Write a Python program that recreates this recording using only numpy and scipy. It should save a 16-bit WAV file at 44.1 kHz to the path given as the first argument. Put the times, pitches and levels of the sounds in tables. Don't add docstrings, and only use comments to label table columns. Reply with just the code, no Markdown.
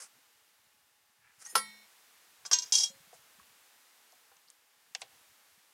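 import sys
import numpy as np
from scipy import signal
from scipy.fft import rfft, irfft
from scipy.io import wavfile

SR = 44100
rng = np.random.default_rng(int(sys.argv[2]) if len(sys.argv) > 2 else 0)


def to_wav(sig):
    pcm = np.clip(np.atleast_2d(sig), -1, 1) * 32767
    pcm = np.round(pcm).astype(np.int16)
    wavfile.write(sys.argv[1], SR, pcm.T)


def ratio_of_db(decibels):
    return 10 ** (np.asarray(decibels, float) / 20)


N = 252693


def unit(x):
    return x / np.sqrt(np.sum(x ** 2) + 1e-20)


def with_peak(db, sound):
    return ratio_of_db(db) * sound / abs(sound).max()


def coloured(x, spectrum):
    point_hz, point_db = np.transpose(spectrum)
    hz = np.fft.rfftfreq(len(x), 1 / SR)
    gain = ratio_of_db(np.interp(np.log(hz + 1), np.log(point_hz), point_db))
    return irfft(rfft(x) * gain, len(x))


def level(rows, t):
    return ratio_of_db(np.interp(t, *np.transpose(rows)))


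def add(mix, start_s, sound):
    part = mix[round(start_s * SR):][:len(sound)]
    part += sound[:len(part)]


def grit(count, per_s, spread_db):
    hits = rng.random(count) < per_s / SR
    sizes = ratio_of_db(spread_db * np.minimum(rng.exponential(1, count), 4))
    return unit(hits * sizes * rng.choice([-1., 1.], count)) * np.sqrt(count)


def rings(hz, db, fade_s):
    t = np.arange(SR // 2) / SR
    sign = (-1.) ** np.arange(len(hz))
    start = sign * ratio_of_db(db) / fade_s
    waves = ratio_of_db(-60 * t / fade_s[:, None]) * np.sin(2 * np.pi * hz[:, None] * t)
    onset = 1 - np.exp(-t / 0.0005)
    return unit(onset * (start @ waves))


def puff(spectrum, fade_s):
    t = np.arange(SR // 5) / SR
    noise = unit(coloured(rng.standard_normal(len(t)), spectrum))
    return unit(noise * ratio_of_db(-60 * t / fade_s))


def hump(hz, octaves):
    steps = np.linspace(-2, 2, num=9)
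    return np.transpose([hz * 2 ** (steps * octaves), -12 * steps ** 2])


def push(hz):
    cycles = np.arange(SR // 5) / SR * hz
    swell = cycles * np.exp(-cycles / 0.78)
    return with_peak(0, swell * np.sin(2 * np.pi * cycles))


def strokes(rows):
    peak_s, db, rise_s, fall_s = np.transpose(rows)
    t = np.arange(max(min(peak_s - rise_s), 0), max(peak_s + fall_s), .002)[:, None]
    away = np.where(t < peak_s, (peak_s - t) / rise_s, (t - peak_s) / fall_s)
    return np.transpose([t[:, 0], np.max(db - 22 * away, axis=1)])


def slide(rows, body, per_s, spread_db):
    t = np.arange(rows[0][0], rows[-1][0], 1 / SR)
    force = level(rows, t) * grit(len(t), per_s, spread_db)
    sound = signal.fftconvolve(force, unit(body))
    no_bass = signal.butter(2, 400, "high", fs=SR)
    return rows[0][0], signal.lfilter(*no_bass, sound)


# frequency in Hz, relative strength in dB per Hz.
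HISS_COLOUR = [(18, -59), (30, -26), (141, -27), (174, -12.5), (319, -6.5), (384, -7.5), (473, -2),
               (512, -5), (822, -0.5), (1760, 1), (2290, -0.5), (14000, -6), (16000, -9.5)]
# time in seconds, rms level in dB.
HISS_LEVEL = [(0, -64.5), (1.0, -70.5), (1.28, -70.5), (1.58, -59), (1.8, -62.5), (2.49, -63),
              (2.66, -58.5), (2.9, -61.5), (4.21, -64), (4.64, -68.5), (4.99, -66), (5.14, -62.5),
              (5.73, -66)]
# frequency in Hz, rms level in dB.
WHINE_TONES = [(839.8, -87.5), (1798, -90), (2159, -90.5), (2875, -88.5), (3478, -95), (3596, -92.5),
               (4915, -91)]


def camera():
    t = np.arange(N) / SR
    sound = unit(coloured(rng.standard_normal(N), HISS_COLOUR)) * np.sqrt(N) * level(HISS_LEVEL, t)
    for hz, db in WHINE_TONES:
        sound += ratio_of_db(db) * np.sqrt(2) * np.sin(2 * np.pi * (hz * t + rng.random()))
    return sound


# time in seconds, rms level in dB.
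LAP_LEVEL = [(0, -80), (.3, -91.5), (1.3, -85.5), (1.6, -74), (2.0, -98.5), (2.5, -77.5), (3.0, -84.5),
             (3.5, -83.5), (3.8, -97), (4.3, -92), (4.7, -98), (5.1, -80.5), (5.73, -100)]


def lapping():
    lumps = [unit(push(hz)) for hz in (85, 127, 172.2, 224, 280)]
    slaps = sum(signal.oaconvolve(grit(N, 12, 3.5), lump)[:N] for lump in lumps)
    return slaps * level(LAP_LEVEL, np.arange(N) / SR) / np.sqrt(len(lumps))


# start in seconds, peak level in dB, pitch in Hz.
HULL_BUMPS = [(1.536, -58.5, 330), (1.556, -64, 108), (2.855, -67, 180), (2.901, -56.5, 204),
              (2.953, -68, 121), (3.002, -64, 158), (3.072, -66, 181), (3.147, -70, 151), (3.19, -71, 132),
              (3.385, -63.5, 199), (3.41, -71, 85), (4.985, -71.5, 202), (5.575, -69.5, 201)]


def hull_bumps(mix):
    for start_s, db, hz in HULL_BUMPS:
        add(mix, start_s, ratio_of_db(db) * push(hz))


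# peak time in seconds, rms level in dB before the bass cut,
# rise and fall in seconds.
CLOTH_STROKES = [(1.268, -63.5, 0.087, 0.11), (1.312, -68, 0.057, 0.07)]


def cloth_rub(mix):
    add(mix, *slide(strokes(CLOTH_STROKES), puff(hump(1470, 1.0), 0.018), 1500, 3.3))


# frequency in Hz, relative height in dB, seconds to fade by 60 dB.
HOOK_MODES = [(1880, -23.5, 0.26), (5230, -3, 0.09), (6400, -2, 0.06), (7000, -3, 0.12), (8350, -8.5, 0.12),
              (8930, 3.5, 0.16), (9345, -4, 0.15), (10000, -1, .15), (11220, 1, 0.3), (11900, -6, 0.17),
              (12480, -14, .1)]
# peak time in seconds, rms level in dB before the bass cut,
# rise and fall in seconds.
JINGLE_STROKES = [(1.465, -66, .015, 0.0293), (1.498, -42, 0.031, 0.02)]


def hook_jingle(mix):
    add(mix, *slide(strokes(JINGLE_STROKES), rings(*np.transpose(HOOK_MODES)), 3000, 4.6))


# start in seconds, peak level in dB, pitch in Hz, seconds to fade by 60 dB.
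PING_ROWS = [(1.45, -41, 5920, 0.024), (1.462, -39, 6490, 0.041), (1.462, -56, 1880, 0.47),
             (2.9, -60.5, 545, 0.36)]


def pings(mix):
    for start_s, db, hz, fade_s in PING_ROWS:
        sound = rings(np.array([hz, hz + 45]), np.array([0, -19]), np.array([fade_s, fade_s]))
        rise = np.minimum(np.arange(len(sound)) / SR / 0.0029, 1)
        add(mix, start_s, with_peak(db, sound * rise))


# frequency in Hz, relative height in dB, seconds to fade by 60 dB.
DECK_MODES = [(514, -0.5, 0.077), (629, -11.5, 0.056), (776, 0.5, 0.07), (927, -10.5, 0.047),
              (1165, -1.5, 0.096), (1400, -9, .04), (1630, -4.5, 0.04)]


def tap(db, hz, octaves, fade_s, deck_db):
    shape = hump(hz, octaves)
    contact = unit(coloured(signal.unit_impulse(SR // 5, int(SR / hz / octaves)), shape))
    click = ratio_of_db(-5) * contact + puff(shape, fade_s) + ratio_of_db(-11.5) * puff(shape, 4 * fade_s)
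    mode_hz, mode_db, mode_fade_s = np.transpose(DECK_MODES)
    spot = rng.uniform(.96, 1.04, len(DECK_MODES))
    deck = signal.fftconvolve(click, rings(mode_hz * spot, mode_db, mode_fade_s))[:len(click)]
    sound = unit(click) + ratio_of_db(deck_db) * unit(deck)
    rise = np.minimum(np.arange(len(sound)) / SR * hz * octaves / 0.9, 1)
    soft = signal.butter(4, [360, 11500], "band", fs=SR, output="sos")
    return with_peak(db, signal.sosfilt(soft, sound * rise))


# start in seconds, peak level in dB, centre in Hz, spread in octaves,
# seconds for the main noise to fade by 60 dB.
DECK_KNOCKS = [(1.528, -57, 500, 0.73, 0.027), (1.554, -28.5, 945, 0.51, 0.045),
               (1.556, -34.5, 479, 0.3, 0.04), (2.451, -39.5, 1070, 1.56, 0.085),
               (2.513, -27.5, 1210, 1.23, 0.061), (3.129, -46, 680, 0.68, 0.05),
               (3.397, -48.5, 1250, 0.53, 0.018), (4.127, -52.5, 890, 0.78, 0.025),
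               (4.315, -53.5, 900, 0.96, 0.03), (4.951, -43, 806, 0.5, 0.044),
               (5.018, -39.5, 674, 0.9, 0.082)]


def deck_knocks(mix):
    for start_s, *row in DECK_KNOCKS:
        add(mix, start_s, tap(*row, deck_db=-5.5))


# start in seconds, peak level in dB, centre in Hz, spread in octaves,
# seconds for the main noise to fade by 60 dB.
ROD_CLICKS = [(4.122, -48, 5800, 0.55, 0.022), (4.368, -48, 4980, 1.2, 0.013), (4.477, -56, 4390, .49, 0.1),
              (4.485, -48, 4860, 0.35, 0.042), (4.502, -37.5, 6700, 0.96, 0.013),
              (4.9497, -25, 2650, 0.81, 0.027), (4.9493, -23.5, 5430, 0.68, 0.019),
              (5.0182, -30, 3000, 1.06, 0.048), (5.017, -32.5, 6600, 0.55, 0.029)]


def rod_clicks(mix):
    for start_s, *row in ROD_CLICKS:
        add(mix, start_s, tap(*row, deck_db=-23))


# peak time in seconds, rms level in dB before the bass cut,
# rise and fall in seconds.
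SCRAPE_STROKES = [(.002, -46.5, 0.014, 0.064), (.02, -44.5, 0.015, 0.059), (1.423, -49.5, 0.039, 0.021),
                  (1.46, -48.5, 0.033, 0.056), (1.497, -59, 0.03, 0.043), (3.143, -59.5, 0.024, 0.043),
                  (5.015, -51.5, 0.021, 0.0067)]
# frequency in Hz, relative strength in dB per Hz.
SCRAPE_COLOUR = [(120, -67), (200, -32), (570, -6.5), (647, -24), (818, -9), (1380, -3), (3870, -15),
                 (5170, -1.5), (7550, -2), (10100, -2.5), (15000, -40)]


def scrapes(mix):
    for row in SCRAPE_STROKES:
        body = coloured(signal.unit_impulse(256, 64), SCRAPE_COLOUR)
        add(mix, *slide(strokes([row]), body, 5000, 1.5))


MODE_HZ = [210, 370, 740, 853, 879, 986, 1067, 1338, 1572, 1879, 1930, 2219, 2350, 2492, 2745, 2809, 3153,
           3277, 3517, 3662, 3805, 3875, 4116, 4186, 4390, 4628, 4972, 5317, 5495, 5597, 5761, 6210, 6459,
           6850, 6958, 7176, 7512, 7623, 7706, 7996, 8223, 8319, 8811, 9151, 9341, 9644, 9942, 10500, 10783,
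           11090, 11197, 11667, 12450, 13186, 13950]
# relative height in dB when struck flat, when dragged on
# its edge, when knocked at its end, then seconds to fade by 60 dB when free.
MODE_ROWS = [(6.5, -44.5, -32, 1), (-50.5, -24.5, -18.5, 1.3), (-59, -23, -37, 0.47),
             (-4.5, -41.5, -28.5, 0.092), (-15.5, -39.5, -34, 0.6), (-18.5, -21.5, -13.5, 0.51),
             (2.5, -42.5, -31.5, 0.19), (9.5, -55, -35, 0.21), (-20.5, -30, -16.5, 0.25),
             (-9.5, -32, -26, 0.83), (-10, -27.5, -18.5, 0.37), (0, -36.5, -22.5, 0.92),
             (-34, -22.5, -21, 0.29), (-34.5, -36.5, -19.5, .25), (-14, -46, -27.5, 0.081),
             (-38, -15, -10, 0.35), (-12, -30.5, -12.5, 0.55), (-32, -1, -16.5, 0.3), (-24, -34, -14.5, .4),
             (-9.5, -35.5, -6.5, 1.2), (-38.5, -5, -14, 0.23), (-39.5, -16, -22, .5), (-5, -29, -10, 0.97),
             (-14, -14, -11, 1.1), (-9.5, -10, -9.5, 0.18), (-4, -44, -13, 0.29), (-12, 1, -6, 0.14),
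             (-5, -26, -24.5, 0.08), (-8, -40, -38.5, 1.4), (-18.5, 4, 0.5, 0.13), (-22.5, -14, -3, 0.25),
             (-16.5, 1, -1, 0.13), (-18, -17, 3.5, 0.21), (-36, -3.5, -15, 0.3), (-31.5, -0.5, -24, 0.32),
             (-40.5, -10.5, -27.5, 0.3), (-18, -4, -6.5, 0.27), (-15, -10.5, -21.5, 0.36),
             (-30.5, -11.5, -26, .2), (-24.5, -12, -20, .5), (-14.5, -7, -32.5, 0.32),
             (-21.5, -14.5, -35.5, 0.28), (-7, -30, -37, 0.12), (-17.5, -24.5, -29, .3),
             (-7.5, -23.5, -42.5, 0.14), (-1.5, -20.5, -40, 0.23), (0.5, -14, -36.5, 0.21),
             (-2.5, -20.5, -41.5, 0.25), (-9.5, -15.5, -41, 0.23), (-20, -33, -47, 0.15),
             (-10.5, -28, -40, 0.26), (-10.5, -30.5, -50, 0.12), (-16.5, -40.5, -40.5, 0.15),
             (-20, -34.5, -50, 0.25), (-20, -39, -55.5, .15)]
# frequency in Hz, relative strength in dB per Hz.
FLAT_CLATTER = [(120, -71.5), (200, -59.5), (957, -11), (1350, -14), (1540, -12.5), (2170, -20),
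                (5010, -15), (7300, -25), (9660, -20.5), (12900, -23.5), (15500, -52.5)]
EDGE_CLATTER = [(120, -82), (200, -37.5), (974, -28), (1330, -43.5), (2960, -19.5), (3180, -10),
                (3610, -15.5), (4400, -8.5), (5590, 0.5), (10200, -26), (13500, -31), (15500, -45)]
CLATTER_SHARE = (-3.5, -6, -4.5)


def strip(place, ring):
    *heights, free_fade_s = np.transpose(MODE_ROWS)
    mode_db = [np.interp(place, range(3), height) for height in np.transpose(heights)]
    clear = rings(np.array(MODE_HZ), mode_db, free_fade_s * ring)
    t = np.arange(SR // 2) / SR
    noise = rng.standard_normal(len(t))
    edge = np.clip(place, 0, 1)
    noise = (1 - edge) * unit(coloured(noise, FLAT_CLATTER)) + edge * unit(coloured(noise, EDGE_CLATTER))
    clatter = unit(noise * ratio_of_db(-60 * t / 0.071) * np.minimum(t / 0.00014, 1))
    clatter *= ratio_of_db(np.interp(place, range(3), CLATTER_SHARE))
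    thin = signal.butter(2, 450, "high", fs=SR)
    return signal.lfilter(*thin, clear + clatter)


# time in seconds, rms level in dB before the bass cut.
DRAG_LEVEL = [(2.724, -19), (2.752, -19.5), (2.756, -28.5), (2.766, -25.5), (2.778, -26.5), (2.8, -26),
              (2.817, -29), (2.835, -26.5), (2.855, -36.5), (2.87, -45), (2.9, -55)]


def strip_drag(mix):
    add(mix, *slide(DRAG_LEVEL, strip(place=0.94, ring=0.42), 900, 4.0))


TOUCHES = [1.847, 2.585, 2.64, 2.71, 2.88]


def blow(start_s, db, place, chatter_s, ring, sharp):
    t = np.arange(SR // 5) / SR
    sharp = np.clip(sharp, 0, .99)
    rise = np.minimum(t / (0.0045 * (1 - sharp)), 1)
    force = grit(len(t), 2500, 5.) * ratio_of_db(-60 * t / chatter_s) * rise
    force *= 1 - .85 * sharp
    force[0] = 24 * sharp
    sound = signal.fftconvolve(force, strip(place, ring))
    next_touch = min(touch for touch in TOUCHES if touch > start_s)
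    held_s = np.maximum(np.arange(len(sound)) / SR + start_s - next_touch, 0)
    return with_peak(db, sound) * ratio_of_db(-60 * held_s / 0.16)


# start in seconds, peak level in dB before any touch,
# place (0 flat, 1 edge, 2 or more end), seconds for the chatter to fade by 60 dB, sharpness from 0 to 1.
STRIP_BLOWS = [(1.552, -22, 0.03, 0.0094, 0.6), (1.5541, -9.5, 0.062, 0.031, 0.8),
               (1.577, -20.5, 0.18, .025, 0.3), (2.451, -30, 0.96, .049, 0.1), (2.464, -52, 1.7, 0.033, .4),
               (2.513, -19, 0.91, 0.033, 1), (2.521, -18, 3.8, 0.065, 0.44), (2.531, -9.5, 2.1, 0.039, 0.8),
               (2.5857, -19, 1.6, .04, 0.9), (2.621, -28, 1.8, 0.05, 0.4), (2.632, -30.5, 2, 0.029, 0.5),
               (2.655, -39.5, 1.014, 0.2, 0.2), (2.7222, -13, 1.12, 0.034, 0.6)]
RING_LEFT = (0.88, 0.24, 0.7)


def strip_blows(mix):
    for start_s, db, place, chatter_s, sharp in STRIP_BLOWS:
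        ring = np.interp(place, range(3), RING_LEFT)
        add(mix, start_s, blow(start_s, db, place, chatter_s, ring, sharp))


def scene():
    mix = camera() + lapping()
    for source in (hull_bumps, cloth_rub, hook_jingle, pings, deck_knocks, rod_clicks,
                   scrapes, strip_drag, strip_blows):
        source(mix)
    return mix[None]


def top_cut(x):
    return signal.sosfilt(signal.butter(12, 15830, fs=SR, output="sos"), x)


def record(dry):
    return top_cut(dry)


dry = scene()
out = record(dry)
to_wav(out)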